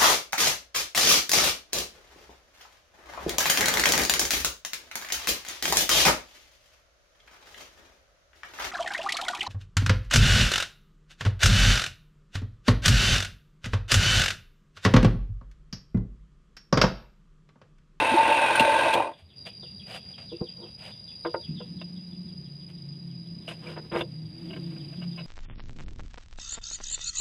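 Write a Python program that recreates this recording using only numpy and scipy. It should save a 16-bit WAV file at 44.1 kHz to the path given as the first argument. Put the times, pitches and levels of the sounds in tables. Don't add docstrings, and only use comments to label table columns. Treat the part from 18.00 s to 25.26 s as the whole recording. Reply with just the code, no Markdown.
import sys
import numpy as np
from scipy import signal
from scipy.fft import rfft, irfft, next_fast_len
from scipy.io import wavfile
from scipy.ndimage import uniform_filter1d, map_coordinates

SR = 44100
rng = np.random.default_rng(int(sys.argv[2]) if len(sys.argv) > 2 else 0)


def generate_wav(sig):
    pcm = np.round(np.clip(np.atleast_2d(sig).T, -1, 1) * 32767).astype(np.int16)
    wavfile.write(sys.argv[1], SR, pcm)


N = 320154
T = np.arange(N) / SR
HZ = np.fft.rfftfreq(N, 1 / SR)

# frequency in Hz, relative level in dB.
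DRILL_BODY = [(25, -67), (50, -36), (85, -20), (130, -20), (185, -34), (260, -16), (420, -14.5), (640, -8),
              (1030, -11.5), (1250, -21), (4000, -30), (5200, -39.5), (7500, -45), (10000, -42),
              (15000, -63.5)]
# centre in Hz, width in Hz, relative level in dB.
DRILL_MODES = [(274, 70, -14.5), (586.5, 53, -2.5), (700, 20, -20), (895, 28, 4.5), (1011, 90, -7.5),
               (1500, 50, -15.5), (1603, 67, -14.5), (1978, 120, -19.5), (2493, 210, -14.5),
               (2730, 110, -18), (3150, 85, -27), (3554, 29, -28), (3750, 120, -24), (8680, 160, -29),
               (9470, 380, -34.5)]
# frequency in Hz, relative level in dB.
WHINE = [(895, -29.5), (715, -44), (578, -44), (1497, -43), (1611, -43), (3745, -53)]
# time in seconds, frequency in Hz, relative level in dB.
MID_RING = [(0, 1500, -46.5), (.35, 1500, -44), (.55, 1523, -29), (.72, 1565, -34.5), (.83, 1570, -30.5),
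            (.95, 1500, -58)]
# time in seconds, frequency in Hz, relative level in dB.
HIGH_RING = [(0, 2696, -29), (.15, 2670, -37), (.45, 2600, -28.5), (.65, 2570, -40.5), (.85, 2534, -40),
             (1.0, 2440, -28.5), (1.1, 2460, -36)]
# start in seconds, relative level in dB, pitch in Hz, decay in seconds.
CLANKS = [(.017, -23, 890, .008), (.118, -28, 250, .01), (.14, -22, 340, .006), (.138, -21.5, 900, .007),
          (.171, -16.5, 885, .01), (.198, -21.5, 890, .006), (.264, -20.5, 890, .005),
          (.291, -20.5, 890, .005), (.314, -20.5, 890, .008), (.368, -20.5, 890, .007),
          (.386, -22, 890, .004), (.421, -20, 900, .004), (.442, -18.5, 890, .005), (.499, -20, 900, .008),
          (.553, -22, 1520, .005), (.597, -21, 600, .003), (.605, -23, 250, .005), (.607, -33, 110, .006),
          (.654, -22.5, 600, .004), (.678, -18.5, 570, .006), (.696, -22, 890, .004), (.79, -23, 580, .005),
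          (.823, -22, 890, .004), (.864, -22, 580, .006), (.898, -23.5, 890, .007), (.954, -24, 580, .003),
          (1.003, -20.5, 890, .004), (1.222, -50, 82, .025)]
# start in seconds, crack in relative dB, ring in Hz, ring in relative dB,
# decay in seconds.
CLACKS = [(.556, -29, 9200, -33, 0.0055), (.596, -21.5, 2760, -14, 0.0027), (.604, -27, 3400, -34, .004),
          (.937, -24.5, 3350, -26.5, 0.0044)]
# frequency in Hz, relative level in dB.
CLACK_COLOUR = [(100, -26), (600, -6.5), (1500, -10), (2700, 4), (4200, -1), (5500, -16.5), (9500, -13.5),
                (15000, -25)]
# frequency in Hz, relative level in dB.
RUMBLE_COLOUR = [(20, -43), (45, -11.5), (80, 3.5), (140, 6), (200, 6), (300, -13.5), (420, -15),
                 (700, -33), (1500, -36), (4000, -75)]
# frequency in Hz, relative level in dB.
HISS_COLOUR = [(100, 17.5), (600, 9), (1400, -3), (2200, 2), (2800, 3.5), (3900, 1.5), (4400, -5.5),
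               (5500, -14.5), (7500, -17.5), (9700, -11.5), (12000, -22), (15000, -22.5)]
# time in seconds, relative level in dB.
HISS_LEVEL = [(1.4, -61.5), (3.5, -59), (5.25, -61), (5.6, -55), (6.3, -59), (6.45, -52.5), (7.26, -55.5)]
# time in seconds, relative level in dB, loudest partial in Hz.
CICADAS = [(1.37, -46.5, 4810), (2.9, -46.5, 4860), (3.44, -44, 4840), (3.51, -48.5, 4890),
           (4.7, -50.5, 4884), (5.9, -50.5, 4927), (6.25, -52.5, 4825), (7.26, -48, 4910)]
# multiple, width in Hz, relative level in dB.
BUZZ = [(4, 160, -19.5), (5, 235, -0.5), (6, 272.5, -31), (7, 250, -43), (10, 350, -28.5), (11, 400, -56.5),
        (12, 330, -44.5)]
# seconds from its middle, frequency in Hz, relative level in dB.
CHIRP = [(-.035, 4043, -19), (-.02, 3800, -12), (-.004, 3370, 0.5), (.012, 2950, -12), (0.029, 2573, -9.5),
         (.05, 2730, -31)]
# middle in seconds, relative level in dB.
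CHIRPS = [(1.142, -41.5), (1.312, -41), (1.475, -42.5), (1.64, -43.5), (1.804, -44), (1.97, -42.5),
          (2.145, -45.5), (2.31, -43.5), (2.474, -43.5), (2.638, -45), (2.926, -46), (3.093, -45),
          (3.267, -43), (3.442, -44.5), (3.585, -42), (3.798, -50), (3.971, -53), (4.13, -55), (4.293, -56),
          (4.458, -55), (4.62, -56), (4.78, -57), (4.94, -58), (5.108, -56), (5.27, -56), (5.429, -55),
          (6.261, -59), (6.402, -59), (6.49, -54), (6.65, -54), (6.808, -52), (6.975, -51), (7.134, -51)]
# start, loudest and end in seconds, relative level in dB,
# treble limit in Hz.
SCUFFS = [(1.161, 1.206, 1.23, -56.5, 12000), (1.451, 1.467, 1.505, -42.5, 13150),
          (1.855, 1.922, 1.95, -42, 14000), (1.922, 1.952, 2.005, -39, 14000),
          (1.991, 2.108, 2.15, -57.5, 14000), (2.175, 2.184, 2.28, -49.5, 8100),
          (2.756, 2.875, 2.935, -46, 12900), (4.674, 4.703, 4.73, -56.5, 14000),
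          (5.471, 5.488, 5.56, -41, 13000), (5.598, 5.704, 5.78, -49.5, 12500),
          (5.91, 5.992, 6.04, -42.5, 16000)]
# frequency in Hz, relative level in dB.
SCUFF_COLOUR = [(100, -53), (350, 1.5), (650, 14.5), (1100, 2.5), (1900, 4), (2900, 12), (3900, 2.5),
                (5500, -10), (7500, -13), (9800, -6), (12000, -20), (15000, -17)]
# frequency in Hz, relative level in dB.
BOARD_BODY = [(30, -76), (150, -57), (400, 9.5), (1400, -9.5), (2400, -16), (3900, -6.5), (5000, -44),
              (9000, -2), (15000, -10)]
# centre in Hz, width in Hz, relative level in dB.
BOARD_MODES = [(171, 23, 1), (346, 30, 14.5), (492, 22.6, 16.5), (527, 19, 9.5), (604, 45, 8.5),
               (922, 17.5, 8), (1006, 56, 7.5), (1233, 65, 2), (1403, 27, 3), (1560, 150, -1),
               (2010, 2200, -6), (2720, 150, -10), (3100, 97, -37), (3720, 81, -52)]
# start in seconds, relative level in dB, edge hardness as a treble
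# limit in Hz, settling decay of the face in seconds, bench thump of the face in relative dB.
KNOCKS = [(1.630, -49.5, 1070, 0.0073, -22), (2.317, -36, 428, 0.0064, -22), (2.408, -33, 850, 0.0098, 7.5),
          (3.249, -26, 1710, 0.0088, -28), (3.3413, -25.5, 1590, 0.0025, -28),
          (3.603, -40.5, 1200, 0.0043, -16), (5.921, -41, 2900, 0.0049, 9), (5.949, -36.5, 1500, 0.0089, 6)]
# start, loudest and end in seconds, relative level in dB,
# hardness as a treble limit in Hz.
DRAGS = [(2.546, 2.637, 2.72, -49, 886), (5.596, 5.706, 5.765, -44, 3800),
         (5.755, 5.774, 5.808, -36.5, 2600), (5.825, 5.855, 5.88, -54, 1500),
         (5.913, 5.922, 5.96, -34, 3200), (5.924, 5.967, 5.985, -26, 2260),
         (5.967, 5.986, 6.035, -33, 2800)]
# time in seconds, firing tone in Hz, relative level in dB.
ENGINE = [(3.5, 181.7, -42.5), (3.62, 180, -43.5), (3.68, 172, -38.5), (3.76, 175, -34.5), (3.82, 177, -42),
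          (3.92, 178.5, -39.5), (4.09, 179, -37), (4.22, 177, -39.5), (4.29, 179, -46), (4.38, 179, -42),
          (4.52, 170, -52), (4.6, 176, -46), (4.9, 168, -48), (5.02, 172, -45), (5.15, 172, -40),
          (5.36, 168, -42), (5.44, 172, -50), (5.52, 164, -42.5), (5.66, 160, -44), (5.78, 158, -40),
          (5.88, 152, -52), (6.04, 153, -42), (6.14, 155, -44), (6.25, 159, -38), (6.35, 160, -48),
          (6.45, 168, -40), (6.55, 172, -44), (6.7, 170, -35), (6.79, 158, -39), (6.92, 164, -47),
          (6.99, 177, -36), (7.08, 174, -32.5), (7.2, 169, -37), (7.26, 160, -42)]
# time in seconds, frequency in Hz, relative level in dB.
LOW_DRONE = [(4.3, 147, -57.5), (4.52, 143, -40), (4.68, 142.6, -50), (4.83, 142, -40), (5.05, 139, -41),
             (5.19, 130, -41), (5.3, 124, -54), (5.95, 128, -54.5), (6.08, 124, -42), (6.3, 113, -46),
             (6.42, 130, -52), (6.6, 140, -44), (6.8, 146, -35), (6.95, 138, -45), (7.12, 140, -41),
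             (7.26, 140, -45)]
# time in seconds, relative level in dB.
OVERTONES = [(3.5, -63), (5.4, -56.5), (6.25, -52), (6.5, -41), (6.82, -44), (7.0, -54)]
# frequency in Hz, relative level in dB.
EXHAUST = [(30, -61.5), (70, -16.5), (120, -6), (165, 6), (205, 6), (260, -8), (320, -7), (400, -24),
           (900, -93.5)]
# start, loudest and end in seconds, grating in relative dB,
# ring of the foot in Hz, ring in relative dB, knock on the wood in relative dB.
NUDGES = [(3.812, 3.8155, 3.831, -41.5, 3600, -43.5, -48), (5.476, 5.481, 5.508, -38, 3000, -39.5, -47),
          (5.504, 5.516, 5.535, -42, 2730, -65, -44), (5.658, 5.67, 5.69, -59, 2330, -44, -64),
          (6.003, 6.014, 6.032, -34, 3480, -35, -29.5), (6.498, 6.51, 6.525, -43, 2870, -41.5, -61),
          (6.523, 6.538, 6.556, -42.5, 2950, -48, -63), (6.557, 6.567, 6.592, -44.5, 2820, -50, -45.5),
          (6.704, 6.72, 6.735, -53.5, 2820, -59, -58), (6.762, 6.766, 6.785, -61, 2390, -57, -53.5),
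          (6.92, 6.935, 6.955, -49.5, 2860, -56, -59), (7.012, 7.027, 7.06, -44.5, 2780, -47, -54),
          (7.17, 7.188, 7.21, -38, 2815, -44, -59), (7.197, 7.208, 7.228, -46, 3880, -50, -50)]
# frequency in Hz, relative level in dB.
BLOCK_BODY = [(100, -19), (450, -20), (1100, -12), (3900, -25), (5500, -42), (15000, -48)]
# centre in Hz, width in Hz, relative level in dB.
BLOCK_MODES = [(642, 59, 3.5), (1047, 21, -5), (1558, 37, -3), (2226, 110, -6), (2600, 100, -2),
               (2780, 160, 0), (3600, 32, -15), (3990, 23, -4)]
# frequency in Hz, time to fall 60 dB in seconds.
ROOM = [(100, 0.1), (500, 0.17), (1500, 0.026), (4000, 0.08), (12000, 0.091)]

DRILL_LOW_DB, DRILL_BRIGHT_DB, RATTLE_SWAY_DB = -26, -29, .5
LOW_FADE_S, BRIGHT_FADE_S = (0.94, 1.116), (0.76, 1.079)  # (fade begins, 20 dB down)
LOW_FADE_POWER, BRIGHT_FADE_POWER = 3.2, 3.4
RING_DRIFT = .02
CRACKLE_LOW_HZ, CRACKLE_HIGH_HZ, CRACKLE_WIDTH_HZ = 1900, 3800, 420
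CRACKLE_DB, CRACKLES_PER_S, CRACKLE_DRIFT = -37.5, 220, .03
CLANK_WIDTH, CLANK_BLUR = .12, .35
BENCH_S, OPENING_S = 1.36, 0.017
DROPOUT_S, DROPOUT_LENGTH_S, DROPOUT_DB = 2.775, .006, -15
RUMBLE_SWAY_DB = 1.2
CICADA_PULSE_HZ, CICADA_PULSE_DEPTH = 27, .25
BIRD_RASP, BIRD_FLUTTER_DB, BIRD_DIRECT_DB = .045, 3, -3.5
CHIRP_PITCH_SPREAD, CHIRP_LENGTH_SPREAD = .018, .12
SAWDUST_SPREAD_DB, SAWDUST_CLUMP_DB = 2, 1.5
EDGE_DECAY_S = 0.0059
FACE_LAG, FACE_DB, FACE_HARDNESS = 0.594, -0.5, 0.89
DRAG_THIN_HZ = 328
SLIPS_PER_S, SLIP_UNEVEN, SLIP_DECAY = 150, .45, .46
SLIDE, SLIP_SPREAD_DB = .5, 2.3
ENGINE_NEAR_S = 3.48
SURGE_DB, SURGE_DECAY_S = 13.5, 0.17
ROAR_DB, ROAR_LUMPS_DB = -49.5, 3.5
DRONE_FLUTTER, DRONE_LUMPS = .22, .2
FOOT_WIDTH_HZ = 210
NUDGE_HARDNESS_HZ, NUDGE_DECAY_S, NUDGE_THUMP_DB = 2520, 0.0053, -6
EDGE_HZ = 15500


def amp(db):
    return 10 ** (np.asarray(db) / 20)


def unit(x):
    return x / np.sqrt(np.mean(abs(x) ** 2) + 1e-20)


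def follow(rows, t=T):
    s, *columns = np.transpose(rows)
    return [np.interp(t, s, column) for column in columns]


def read(points, hz=HZ):
    f, value = np.transpose(points)
    return np.interp(np.log(hz + 1), np.log(f), value)


def add(mix, s, sound):
    part = mix[max(round(s * SR), 0):][:len(sound)]
    part += sound[:len(part)]


def wander(rate, t=T):
    knots = rng.standard_normal(16384)
    return map_coordinates(knots, [t * rate], order=2, mode="wrap")


def noise(gain):
    size = next_fast_len(N, real=True)
    spectrum = rfft(rng.standard_normal(size))
    shape = np.interp(np.fft.rfftfreq(size, 1 / SR), HZ, gain)
    return unit(irfft(spectrum * shape, size)[:N])


def response(body, modes=(), size=8192):
    hz = np.fft.rfftfreq(size, 1 / SR)
    power = amp(read(body, hz)) ** 2
    for centre, width, db in modes:
        power = power + amp(db) ** 2 / (1 + ((hz - centre) / width) ** 2 * 2) ** 2
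    log_gain = np.log(np.r_[power, power[-2:0:-1]]) / 2
    ring = np.fft.ifft(np.exp(np.conj(signal.hilbert(log_gain)))).real[:size // 2]
    return ring / np.linalg.norm(ring)


def through(x, ring):
    return signal.oaconvolve(x, ring)[:len(x)]


def soften(x, hz):
    return signal.sosfilt(signal.butter(3, min(hz, SR / 2.2), fs=SR, output="sos"), x)


def resonate(x, hz, width):
    turn = np.exp(2j * np.pi * np.cumsum(hz * np.ones(len(x))) / SR)
    r = np.exp(-np.pi * width / SR)
    smoothed = signal.lfilter([1], [1, -2 * r, r * r], x / turn)
    return unit((turn * smoothed).real)


def blow(t, decay):
    return (t / decay) ** .5 * np.exp(1 - t / decay)


def stroke(start, top, end):
    t = np.arange(start, max(end, start + .01), 1 / SR)
    return np.interp(t, [start, top, end], [0, 1, 0]) ** 1.07


def grit(count, spread_db):
    sizes = np.repeat(rng.standard_normal(count // 32 + 1), repeats=32)[:count]
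    return unit(rng.standard_normal(count) * amp(spread_db * sizes))


def slips(count):
    rate = SLIPS_PER_S * np.exp(SLIP_UNEVEN * wander(SLIPS_PER_S, T[:count]))
    turns = np.cumsum(rate) / SR
    return unit(grit(count, SLIP_SPREAD_DB) * (SLIDE + np.exp(-(turns % 1) / SLIP_DECAY)))


def opens(at, before_db):
    return amp(before_db * np.clip(.5 + (at - T) / OPENING_S, 0, 1))


def fade_db(span, power):
    begin, end = span
    return -20 * np.clip((T - begin) / (end - begin), 0, 2) ** power


def reverb(x, t60s, count=1500):
    taps = np.zeros(SR)
    places = 200 + 20 * np.arange(count) + rng.integers(0, 20, count)
    taps[places] = rng.choice([-1., 1.], count)
    hz, t, bands = signal.stft(taps, SR, nperseg=256)
    decay = amp(-60 * t / read(t60s, hz)[:, None])
    tail = signal.istft(bands * decay, SR, nperseg=256)[1]
    return through(x, tail / np.linalg.norm(tail))


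def drill(chatter_hz=21.59, rattle_db=-2, rough_db=0.6, shift_db=1.9, flutter=0.42, split_hz=1250, ring_width=90):
    low_fade = fade_db(LOW_FADE_S, LOW_FADE_POWER)
    bright_fade = fade_db(BRIGHT_FADE_S, BRIGHT_FADE_POWER)
    turns = np.cumsum(chatter_hz * (1 + .012 * wander(15))) / SR
    strong = np.exp(-(turns % 1) / 0.26)
    weak = 0.76 * np.exp(-((turns + .5) % 1) / 0.15)
    chatter = unit((strong + weak) * rng.standard_normal(N))
    bearings = rng.standard_normal(N) * amp(rough_db * wander(120))
    drive = bearings + amp(rattle_db) * chatter

    frame = through(drive, response(DRILL_BODY, DRILL_MODES))
    low = signal.sosfiltfilt(signal.butter(6, split_hz, fs=SR, output="sos"), frame)
    ringing = amp(DRILL_LOW_DB + low_fade + shift_db * wander(34.6)) * unit(low)
    rattle = amp(DRILL_BRIGHT_DB + bright_fade + RATTLE_SWAY_DB * wander(25.0)) * unit(frame - low)

    whine = np.zeros(N)
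    for hz, db in WHINE:
        whine += amp(db) * np.sqrt(2) * np.sin(2 * np.pi * hz * T + 0.39 * wander(22.84))
    whine *= 1 + flutter * np.cos(4 * np.pi * turns) + 0.21 * wander(23)
    rings = np.zeros(N)
    for hz, db in (follow(MID_RING), follow(HIGH_RING)):
        drifting_hz = hz * (1 + RING_DRIFT * wander(25))
        rings += amp(db) * resonate(drive * rng.standard_normal(N), drifting_hz, ring_width)
    return ringing + rattle + amp(bright_fade) * (whine + rings)


def crackle(count=7):
    out, t = np.zeros(N), T[T < BENCH_S]
    for hz in np.geomspace(CRACKLE_LOW_HZ, CRACKLE_HIGH_HZ, count):
        ticks = rng.standard_normal(len(t)) * (rng.random(len(t)) < CRACKLES_PER_S / SR)
        drifting_hz = hz * (1 + CRACKLE_DRIFT * wander(17, t))
        add(out, 0, resonate(ticks, drifting_hz, CRACKLE_WIDTH_HZ))
    return amp(CRACKLE_DB + fade_db(BRIGHT_FADE_S, BRIGHT_FADE_POWER)) * out / np.sqrt(count)


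def outdoors(rumble_db=-51, rumble_before_db=-12, hiss_before_db=-2):
    hiss_db, = follow(HISS_LEVEL)
    rumble = amp(rumble_db + RUMBLE_SWAY_DB * wander(8.9)) * noise(amp(read(RUMBLE_COLOUR)))
    hiss = amp(hiss_db + 0.4 * wander(45)) * noise(amp(read(HISS_COLOUR)))
    return rumble * opens(BENCH_S, rumble_before_db) + hiss * opens(BENCH_S, hiss_before_db)


def cicadas(before_db=-18):
    level_db, loudest_hz = follow(CICADAS)
    turns = np.cumsum(loudest_hz / 5) / SR
    out = np.zeros(N)
    for multiple, width, db in BUZZ:
        spread = 1 / (1 + (2 * HZ / width) ** 4)
        angle = 2 * np.pi * round(multiple) * turns
        out += amp(db) * (noise(spread) * np.cos(angle) + noise(spread) * np.sin(angle))
    throb = 1 + CICADA_PULSE_DEPTH * np.sin(2 * np.pi * CICADA_PULSE_HZ * T + wander(5))
    return amp(level_db) * out * throb * opens(BENCH_S, before_db)


def clanks():
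    out, t = np.zeros(N), np.arange(SR // 4) / SR
    for s, db, hz, decay in CLANKS:
        width = CLANK_WIDTH * hz
        blur = unit(signal.lfilter([1], [1, -np.exp(-np.pi * width / SR)], rng.standard_normal(len(t))))
        blur = unit(soften(blur, width))
        tone = np.sqrt(2) * np.sin(2 * np.pi * hz * t + CLANK_BLUR * blur)
        add(out, s, amp(db) * tone * blow(t, decay))
    return out


def clacks(blur_rate=600):
    out, t, colour = np.zeros(N), np.arange(SR // 8) / SR, response(CLACK_COLOUR)
    for s, crack_db, hz, ring_db, decay in CLACKS:
        crack = unit(through(rng.standard_normal(len(t)), colour))
        ring = np.sqrt(2) * np.sin(2 * np.pi * hz * t + wander(blur_rate, t))
        add(out, s, (amp(crack_db) * crack + amp(ring_db) * ring) * blow(t, decay))
    return out


def bird(echo_db=-4, echo_t60=0.34, before_db=-10, count=3):
    paths, t = np.zeros((count, N)), np.arange(CHIRP[0][0], CHIRP[-1][0], 1 / SR)
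    for k, (s, db) in enumerate(CHIRPS):
        pitch, length = rng.standard_normal(2)
        hz, shape_db = follow(CHIRP, t * np.exp(CHIRP_LENGTH_SPREAD * length))
        jitter = unit(uniform_filter1d(rng.standard_normal(SR // 4), size=30))[:len(t)]
        hz = hz * (1 + CHIRP_PITCH_SPREAD * pitch + BIRD_RASP * jitter)
        note = amp(db + shape_db) * np.sin(2 * np.pi * np.cumsum(hz) / SR)
        add(paths[k % count], s + t[0], note)
    paths *= opens(BENCH_S, before_db) * amp(BIRD_FLUTTER_DB * wander(220))
    echoes = sum(reverb(path, [(100, echo_t60), (10000, echo_t60)]) for path in paths)
    return amp(BIRD_DIRECT_DB) * paths.sum(0) + amp(echo_db) * echoes


def scuffs():
    out, colour = np.zeros(N), response(SCUFF_COLOUR)
    for start, top, end, db, bright_hz in SCUFFS:
        pressure = stroke(start, top, end)
        rub = soften(through(grit(SR // 2, SAWDUST_SPREAD_DB), colour), bright_hz)
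        add(out, start, amp(db) * pressure * unit(rub[:len(pressure)]))
    return out * amp(SAWDUST_CLUMP_DB * wander(70))


def contact(wood, hardness_hz, decay, thump_db, click_db=-3, thump_hz=182, thump_decay=0.0018):
    t = np.arange(SR // 4) / SR
    chatter = rng.standard_normal(len(t)) * np.sqrt(t) * np.exp(-t / decay)
    click = amp(click_db) * np.exp(-decay / 0.0054) * (t == 0)
    ring = through(soften(chatter / np.linalg.norm(chatter) + click, hardness_hz), wood)
    thump = np.sin(2 * np.pi * thump_hz * t) * t * np.exp(-t / thump_decay)
    knock = ring / np.linalg.norm(ring) + amp(thump_db) * thump / np.linalg.norm(thump)
    return knock * np.sqrt(SR / 100)


def boards(edge_thump_db=-18):
    out, wood = np.zeros(N), response(BOARD_BODY, BOARD_MODES)
    for s, db, hardness_hz, decay, thump_db in KNOCKS:
        edge = contact(wood, hardness_hz, EDGE_DECAY_S, edge_thump_db)
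        face = contact(wood, FACE_HARDNESS * hardness_hz, decay, thump_db)
        settling = amp(FACE_DB) * np.sqrt(decay / EDGE_DECAY_S / 2)
        add(out, s, amp(db) * edge)
        add(out, s + FACE_LAG * decay, amp(db) * settling * face)
    thinning = signal.butter(1, DRAG_THIN_HZ, "high", fs=SR, output="sos")
    for start, top, end, db, hardness_hz in DRAGS:
        pressure = stroke(start, top, end)
        jerks = signal.sosfilt(thinning, slips(SR // 2))
        rub = through(soften(jerks, hardness_hz), wood)
        add(out, start, amp(db) * pressure * unit(rub[:len(pressure)]))
    return out


def drone(hz):
    angle = 2 * np.pi * np.cumsum(hz) / SR + .3 * wander(16)
    return np.sin(angle) * (1 + DRONE_FLUTTER * wander(28) + DRONE_LUMPS * wander(11))


def engine(tone_db=2, roar_follows=0.47, far_db=-19, before_db=-14, smear=2.6):
    (hz, db), (low_hz, low_db), (overtone_db,) = follow(ENGINE), follow(LOW_DRONE), follow(OVERTONES)
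    tones = amp(db + tone_db) * drone(hz) + amp(low_db) * drone(low_hz)
    overtones = np.zeros(N)
    for tone_hz, share in ((hz, .85), (low_hz, .45)):
        overtones += share * np.sin(4 * np.pi * np.cumsum(tone_hz) / SR + smear * wander(30))
    surge_db = SURGE_DB * (T > ENGINE_NEAR_S) * np.exp(-abs(T - ENGINE_NEAR_S) / SURGE_DECAY_S)
    roar_db = ROAR_DB + surge_db + ROAR_LUMPS_DB * wander(16) + roar_follows * (db - db.mean())
    roar = amp(roar_db) * noise(amp(read(EXHAUST)))
    heard = opens(ENGINE_NEAR_S, far_db) * opens(BENCH_S, before_db)
    return (tones + amp(overtone_db) * overtones + roar) * heard


def blocks():
    out = np.zeros(N)
    wood, iron = response(BOARD_BODY, BOARD_MODES), response(BLOCK_BODY, BLOCK_MODES)
    for start, top, end, grate_db, ring_hz, ring_db, knock_db in NUDGES:
        pressure, jerks = stroke(start, top, end), slips(SR // 4)
        grate = unit(through(jerks, iron)[:len(pressure)])
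        ring = unit(resonate(jerks, ring_hz, FOOT_WIDTH_HZ)[:len(pressure)])
        knock = contact(wood, NUDGE_HARDNESS_HZ, NUDGE_DECAY_S, NUDGE_THUMP_DB)
        add(out, start, pressure * (amp(grate_db) * grate + amp(ring_db) * ring))
        add(out, (start + top) / 2, amp(knock_db) * knock)
    return out


def scene(room_db=-12):
    machine = drill() + crackle() + clanks() + clacks()
    near = machine + scuffs() + boards() + blocks()
    dropout = amp(DROPOUT_DB * np.exp(-((T - DROPOUT_S) / DROPOUT_LENGTH_S) ** 2))
    far = (outdoors() + cicadas() + bird() + engine()) * dropout
    mono = near + amp(room_db) * reverb(near, ROOM) + far
    return np.array([mono, mono])


def record(dry, low_cut_hz=48):
    thinned = signal.sosfilt(signal.butter(2, low_cut_hz, "high", fs=SR, output="sos"), dry)
    band_limit = signal.firwin(511, EDGE_HZ, window=("kaiser", 9), fs=SR)
    return signal.oaconvolve(thinned, band_limit[None], "same")


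dry = scene()
out = record(dry)
generate_wav(out)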